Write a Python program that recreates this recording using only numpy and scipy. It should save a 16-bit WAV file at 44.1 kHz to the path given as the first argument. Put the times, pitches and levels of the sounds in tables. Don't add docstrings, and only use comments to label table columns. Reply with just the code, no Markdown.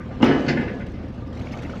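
import sys
import numpy as np
from scipy import signal
from scipy.fft import rfft, irfft, next_fast_len
from scipy.io import wavfile
from scipy.ndimage import uniform_filter1d, map_coordinates

SR = 44100
rng = np.random.default_rng(int(sys.argv[2]) if len(sys.argv) > 2 else 0)


def wav_record(signal):
    frames = np.transpose(np.atleast_2d(signal))
    bounded = np.clip(frames, -1, 1)
    quanta = np.round(bounded * 32767).astype(np.int16)
    wavfile.write(sys.argv[1], SR, quanta)


def volts_from_decibels(level):
    exponent = np.asarray(level, float) / 20
    return 10 ** exponent


N = 79380


def unit(x):
    return x / np.sqrt(np.mean(x ** 2) + 1e-20)


def along(points, hz, out=None):
    f, v = np.transpose(points)
    return np.interp(np.log(hz + 1), np.log(f + 1), v, out, out)


def wobble(rate):
    knots = rng.standard_normal(int(N * rate / SR) + 4)
    return map_coordinates(knots, [np.arange(N) * rate / SR])


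def filtered(x, response):
    size = next_fast_len(N + 8192)
    spectrum = rfft(x, size) * response(np.fft.rfftfreq(size, 1 / SR))
    return irfft(spectrum, size)[:N]


def rush(spectrum, patchy_db):
    cells = signal.stft(rng.standard_normal(N), nperseg=512)[2]
    patches = uniform_filter1d(rng.standard_normal(cells.shape), 4, 0)
    patches = unit(uniform_filter1d(patches, 8, 1))
    noise = signal.istft(cells * volts_from_decibels(patchy_db * patches), nperseg=512)[1][:N]
    return unit(filtered(noise, lambda hz: volts_from_decibels(along(spectrum, hz, -120))))


def steel(named, dense, t60s, count):
    u = rng.random((count, 3))
    low_hz, high_hz = dense[0][0], dense[-1][0]
    hz = low_hz * (high_hz / low_hz) ** ((np.arange(count) + u[:, 0]) / count)
    level_db = along(dense, hz) + 8 * (u[:, 1] - 0.5)
    t60_s = along(t60s, hz) * (0.93 + 0.26 * u[:, 2])
    return np.vstack([named, np.transpose([hz, level_db, t60_s])])


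def ring(modes, size):
    rise_s = 0.00079
    t = np.arange(size, dtype=np.float32)[None] / np.float32(SR)
    hz, level_db, t60_s = (c[:, None].astype(np.float32) for c in np.transpose(modes))
    gain = volts_from_decibels(level_db[:, 0]) * np.sign(rng.standard_normal(len(hz)))
    decay = np.exp(-np.float32(np.log(1000)) * t / t60_s)
    tones = decay * np.sin(np.float32(2 * np.pi) * hz * t)
    return gain @ tones * (1 - np.exp(-t[0] / rise_s))


def contact(length_s):
    rise_s, first_tap = 0.00076, 1.2
    t = np.arange(SR // 10) / SR
    swell = np.exp(-t / max(length_s, 0.001)) * (1 - np.exp(-t / rise_s))
    force = unit(rng.standard_normal(len(t)) * swell) / np.sqrt(len(t))
    force[0] = first_tap
    return force / np.linalg.norm(force)


def struck(knocks, modes, size):
    force = np.zeros(N + SR)
    for s, db, length_s, *soft_hz in knocks:
        keep = np.exp(-2 * np.pi * soft_hz[0] / SR) if soft_hz else 0
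        two_poles = np.convolve([1, -keep], [1, -keep])
        knock = signal.lfilter([(1 - keep) ** 2], two_poles, contact(length_s))
        force[round(s * SR):][:SR // 10] += volts_from_decibels(db) * knock
    return signal.fftconvolve(force[:N], ring(modes, size))[:N]


# time in seconds, effort in dB.
EFFORT = [
    (0, -47.5),
    (.2, -42.5),
    (.3, -32.5),
    (.6, -36),
    (.85, -45),
    (1.1, -46.5),
    (1.3, -46),
    (1.45, -40.5),
    (1.8, -41),
]
# multiple of the firing rate, level in dB.
ORDERS_DB = [(1, -47.5), (1.35, -42.5), (2, -37), (2.75, -42), (3, -39), (4, -57), (5, -54.5), (6.5, -42.5),
             (13, -49), (30.5, -60.5)]
# frequency in Hz, level in dB per Hz.
RUMBLE = [(15, -42), (28, -12), (45, -5), (122, -3), (240, -1), (385, -13), (540, -28), (900, -37)]
ROAR = [(300, -12), (525, 1.5), (830, -7.5), (1300, -13.5), (3200, -22.5), (5500, -35), (7500, -44.5),
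        (9000, -64.5)]
AIR = [(7000, -48), (8200, -11.5), (9500, 12.5), (11500, 24), (13000, -6.5), (13500, -48)]
# frequency in Hz, level in dB per Hz.
TICK = [(900, -28.5), (1800, 0.5), (3000, -4), (6000, -10.5), (8000, -20), (9500, -28.5), (11500, -25),
        (13200, -33.5)]
# start in seconds, level in dB over the engine roar.
TICKS = [(0.223, 2), (0.24, 7), (0.395, -25), (0.736, -22), (.795, -15), (.862, -4.5), (.895, -20.5),
         (.915, -11), (1.081, -9), (1.139, -12), (1.267, -11), (1.327, -9), (1.35, -10), (1.372, -8),
         (1.394, -8), (1.415, -7), (1.421, -20), (1.433, -28), (1.453, -12), (1.466, -19), (1.484, -18),
         (1.519, -8), (1.53, -9), (1.548, -9), (1.571, -9.5), (1.585, -11), (1.62, -4), (1.631, -10),
         (1.661, -10), (1.694, -5), (1.718, -24), (1.742, -15), (1.753, -11), (1.775, -15)]


def engine():
    firing_hz, firing_wander = 39.5, 0.00573
    t = np.arange(N) / SR
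    effort_db = np.interp(t, *np.transpose(EFFORT))
    phase = 2 * np.pi * np.cumsum(firing_hz * (1 + firing_wander * wobble(3))) / SR

    hum = np.zeros(N)
    for order, db in ORDERS_DB:
        level = volts_from_decibels(db + 0.5 + 0.74 * wobble(7.8))
        hum += level * np.sin(order * phase + 1.48 * wobble(4.81))

    throb = 1 + 0.39 * np.cos(phase / 2 + 3.05 * wobble(6.04))
    rumble_db = -35.5 + 0.27 * (effort_db - effort_db.min()) + 0.32 * wobble(37)
    rumble = volts_from_decibels(rumble_db) * throb * rush(RUMBLE, patchy_db=0.14)

    roar = volts_from_decibels(1 + 0.39 * wobble(15)) * rush(ROAR, patchy_db=2.16)
    air_level = volts_from_decibels(effort_db - 11.5) + volts_from_decibels(-43)
    air = volts_from_decibels(-47) * air_level * rush(AIR, patchy_db=-3.0)

    tick_t60_s, tick_rise_s = 0.06, 0.002
    starts, tick_db = np.transpose(TICKS)[:, :, None]
    age = np.maximum(t - starts, 0)
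    ticks = volts_from_decibels(tick_db - 60 * age / tick_t60_s) * (1 - np.exp(-age / tick_rise_s))
    clatter_level = (ticks.sum(0) + 0.11) * volts_from_decibels(2.3 * wobble(300))
    clatter = clatter_level * rush(TICK, patchy_db=4.0)
    return hum + rumble + air + volts_from_decibels(effort_db) * (roar + clatter)


# start in seconds, level in dB, pitch in Hz.
PANEL = [(1.328, -49.5, 3270), (1.368, -45, 2110), (1.386, -45, 1900), (1.393, -47, 4020),
         (1.41, -39, 2160), (1.455, -58, 1710), (1.47, -35.5, 2240), (1.49, -42, 2100), (1.51, -46, 2850),
         (1.518, -47, 5100), (1.526, -45, 5170), (1.532, -35.5, 2170), (1.539, -32.5, 2145),
         (1.548, -44, 3030), (1.572, -35, 1390), (1.588, -42, 2500), (1.592, -41, 2110), (1.62, -49, 2700),
         (1.632, -35, 1450), (1.633, -47, 4640), (1.65, -35, 2180), (1.66, -37.5, 2130), (1.678, -55, 2030),
         (1.695, -35, 1470), (1.708, -38, 2290), (1.718, -54, 5000), (1.735, -38, 1270), (1.755, -39, 1414),
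         (1.762, -45, 2830), (1.77, -41, 2130)]


def panel():
    buzz_s, t60_s = 0.0037, 0.016
    total = np.zeros(N)
    for s, db, hz in PANEL:
        modes = [(hz, 0, t60_s), (hz * 1.2, -8, t60_s), (hz * 0.91, -9, t60_s), (hz * 0.366, -4, t60_s)]
        total += struck([(s, db + 7.5, buzz_s)], modes, size=SR // 10)
    return total


# pitch in Hz, level in dB, time to fade by 60 dB in seconds.
HOOK = [(1191, 0.5, .14)]
# start in seconds, strength in dB, contact length in seconds.
HOOK_TAPS = [(.002, -38, 0.0066), (.062, -43, 0.0054), (.112, -38, 0.0044), (.128, -46.5, .004),
             (.483, -34.5, 0.0037), (1.03, -49, 0.011), (1.215, -44, 0.012), (1.28, -47, 0.0071),
             (1.33, -50, 0.012), (1.385, -50, .005), (1.54, -44, 0.0062)]


def hook():
    return struck(HOOK_TAPS, HOOK, size=SR // 4)


# pitch in Hz, level in dB, time to fade by 60 dB in seconds.
PIN = [(4264, 0, .09), (4554, 3, .08), (4990, -1, .15), (5259, -9, .12), (5636, -16, .11), (6400, -13, .1),
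       (7100, -14, .12), (10400, -22, .05)]
# start in seconds, strength in dB, contact length in seconds.
PIN_KNOCKS = [
    (.238, -56, .008),
    (.462, -41, 0.0071),
    (.484, -25, 0.0088),
]


def hinge_pin():
    return struck(PIN_KNOCKS, PIN, size=SR // 4)


# pitch in Hz, level in dB, time to fade by 60 dB in seconds.
RAIL = [(1497, -8, .5), (1688, -2, .65), (1776, -2, .35), (2024, -5, .5), (2772, -10, .6), (2869, -5, .5),
        (2950, -2, .15), (3004, -1, .9), (3230, -5, .22), (3741, -13, .37), (4382, -8, .33), (4990, -6, .4),
        (6008, -8, .5)]
# start in seconds, strength in dB, contact length in seconds, dull above Hz.
RAIL_KNOCKS = [
    (.113, -48, 0.0032, 1500),
    (.228, -35, .003, 9000),
    (.262, -36.5, 0.024, 9000),
    (.308, -20, 0.0041, 1500),
    (.484, -26, .004, 1450),
    (.572, -22.5, .004, 1210),
    (.681, -31, 0.0031, 1200),
]


def edge_rail():
    return struck(RAIL_KNOCKS, RAIL, size=SR // 2)


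# pitch in Hz, level in dB, time to fade by 60 dB in seconds.
LIP = [(2038, 0, 0.045), (2860, 0.5, 0.042), (3180, -3, 0.031), (1225, -2.5, 0.033)]
# start in seconds, strength in dB, contact length in seconds.
LIP_HITS = [
    (.209, -32, 0.0022),
    (.2275, -14, .002),
    (.485, -28, 0.016),
]


def plate_lip():
    return struck(LIP_HITS, LIP, size=SR // 10)


# pitch in Hz, level in dB, time to fade by 60 dB in seconds.
GIRDER = [(280.8, 0.5, 0.28), (340.5, 1, 0.22), (383, -6, 0.16), (500, -13.5, 0.17)]
# start in seconds, strength in dB, contact length in seconds, dull above Hz.
GIRDER_PUSHES = [
    (.24, -21, .02, 900),
    (.29, -21, 0.014, 890),
    (.49, -22.5, 0.019, 900),
    (.535, -18.5, 0.018, 400),
    (.575, -20.5, 0.011, 400),
    (.62, -28, 0.027, 895),
]


def deck_girder():
    return struck(GIRDER_PUSHES, GIRDER, size=SR // 4)


# pitch in Hz, level in dB, time to fade by 60 dB in seconds.
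STRUT = [(261, -0.5, 0.071), (317, -1, 0.054), (852, -5, 0.03), (976, -9, 0.066)]
# start in seconds, strength in dB, contact length in seconds, sometimes dull above Hz.
JOLTS = [
    (.203, -23.5, .004),
    (.2285, -5.5, .002),
    (.238, -20, .003),
    (.278, -15, 0.0024),
    (-0.2, -14.5, 0.24, 497),
]


def suspension():
    return struck(JOLTS, STRUT, size=SR // 5)


# pitch in Hz, level in dB, time to fade by 60 dB in seconds.
FLAP = [(1570, -8, 0.083), (1716, -5, 0.25), (1953, -9, 0.27), (2056, 0, 0.27), (2127, 0, 0.072),
        (2380, -9.5, 0.064), (2980, -7, 0.051)]
# pitch in Hz, level in dB.
FLAP_DENSE = [(1100, -51.5), (1500, -4.5), (2200, -7), (3400, -17.5), (4800, -11), (7000, -20.5),
              (8500, -55.5), (12500, -47)]
# pitch in Hz, time to fade by 60 dB in seconds.
FLAP_T60 = [(1500, 0.19), (3000, 0.25), (7000, 0.17)]
# start in seconds, strength in dB, brightness in dB per octave over 2 kHz,
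# contact length in seconds.
CLANKS = [(.002, -35.5, -17, 0.0097), (0.107, -40.5, -13.5, 0.006), (.221, -40.5, 10, 0.0017),
          (0.224, -33, -1, 0.025), (0.256, -32.5, 6.5, 0.091), (0.308, -30.5, -2.5, 0.019),
          (0.388, -47, 2, .012), (0.463, -38, -2.5, 0.0037), (0.481, -30, 7, 0.026),
          (0.57, -21.5, -13, 0.0077), (0.608, -37.5, 0.5, 0.026), (0.677, -27.5, -10.5, 0.0065),
          (0.802, -35.5, -10.5, 0.0094), (0.935, -61, 10.5, 0.012), (0.983, -54, 4, 0.011),
          (1.026, -54, 2, 0.0096)]


def flap():
    force = np.zeros(N)
    for s, db, tilt_db, length_s in CLANKS:
        clank = np.zeros(N + SR)
        clank[round(s * SR):][:SR // 10] = volts_from_decibels(db) * contact(length_s)

        def brightness(hz):
            tilt = volts_from_decibels(tilt_db / 6) * (1 + 1j * hz / 2000) ** (tilt_db / 6 - 1)
            return tilt / (1 + 1j * hz / 14000)

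        force += filtered(clank[:N], brightness)
    modes = steel(FLAP, FLAP_DENSE, FLAP_T60, count=200)
    return signal.fftconvolve(force, ring(modes, size=SR // 2))[:N]


# pitch in Hz, level in dB, time to fade by 60 dB in seconds.
PLATE = [(148.2, 0.5, 0.28), (210.2, -11.5, 1.3), (244, 4.5, 0.16), (275.3, -4.5, 1.06), (337, -6, 0.96),
         (384, -2, 0.5), (434.4, -0.5, .26), (489, 2, .5), (564.2, -7.5, 1.15), (708, -9, 0.69),
         (861, -16.5, .5), (927, -7.5, 0.36), (1027, -3, 0.35), (1206, -6.5, .7)]
# pitch in Hz, level in dB.
PLATE_DENSE = [(120, -43.5), (250, -10.5), (500, -13.5), (700, -15), (1700, -17), (3000, -14.5),
               (5000, -29), (7500, -30)]
# pitch in Hz, time to fade by 60 dB in seconds.
PLATE_T60 = [(100, 0.42), (300, 0.73), (1000, 0.51), (3000, 0.73), (8000, 0.47)]
# start in seconds, strength in dB, contact length in seconds,
# Hz above which the soft tyre dulls the blow.
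BLOWS = [(.198, -34, 0.016, 508), (.209, -26.5, 0.03, 853), (.228, -21.5, 0.015, 3000),
         (.24, -34.5, 0.032, 2570), (0.279, -22.5, 0.081, 900), (.33, -49, 0.028, 605),
         (.472, -23.5, 0.011, 398), (.52, -31, 0.051, 357), (.576, -26.5, 0.0036, 402),
         (.625, -29.5, 0.021, 410), (.72, -31.5, 0.1, 305), (.82, -33, 0.079, 192)]


def ramp_plate():
    modes = steel(PLATE, PLATE_DENSE, PLATE_T60, count=200)
    return struck(BLOWS, modes, size=SR * 3 // 4)


def cabin(hz):
    low, top = 1j * hz / 131, 1j * hz / 6260
    bass_cut = (low ** 2 / (1 + 0.95 * low + low ** 2)) ** 2
    return bass_cut / (1 + 3.02 * top + top ** 2)


def scene():
    small_parts = hook() + hinge_pin() + edge_rail() + plate_lip()
    outside = small_parts + deck_girder() + suspension() + flap() + ramp_plate()
    return (engine() + panel() + filtered(outside, cabin))[None]


def top_cut(x):
    return signal.sosfilt(signal.butter(12, 13280, fs=SR, output="sos"), x)


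def record(dry):
    notch_hz, notch_wide_hz, top_hz = 9100, 700, 13400

    def housing(hz):
        gap = notch_hz ** 2 - hz ** 2
        return (hz < top_hz) * gap / (gap + 1j * hz * notch_wide_hz)

    mix = filtered(dry[0], housing)[None]
    return top_cut(mix)


dry = scene()
out = record(dry)
wav_record(out)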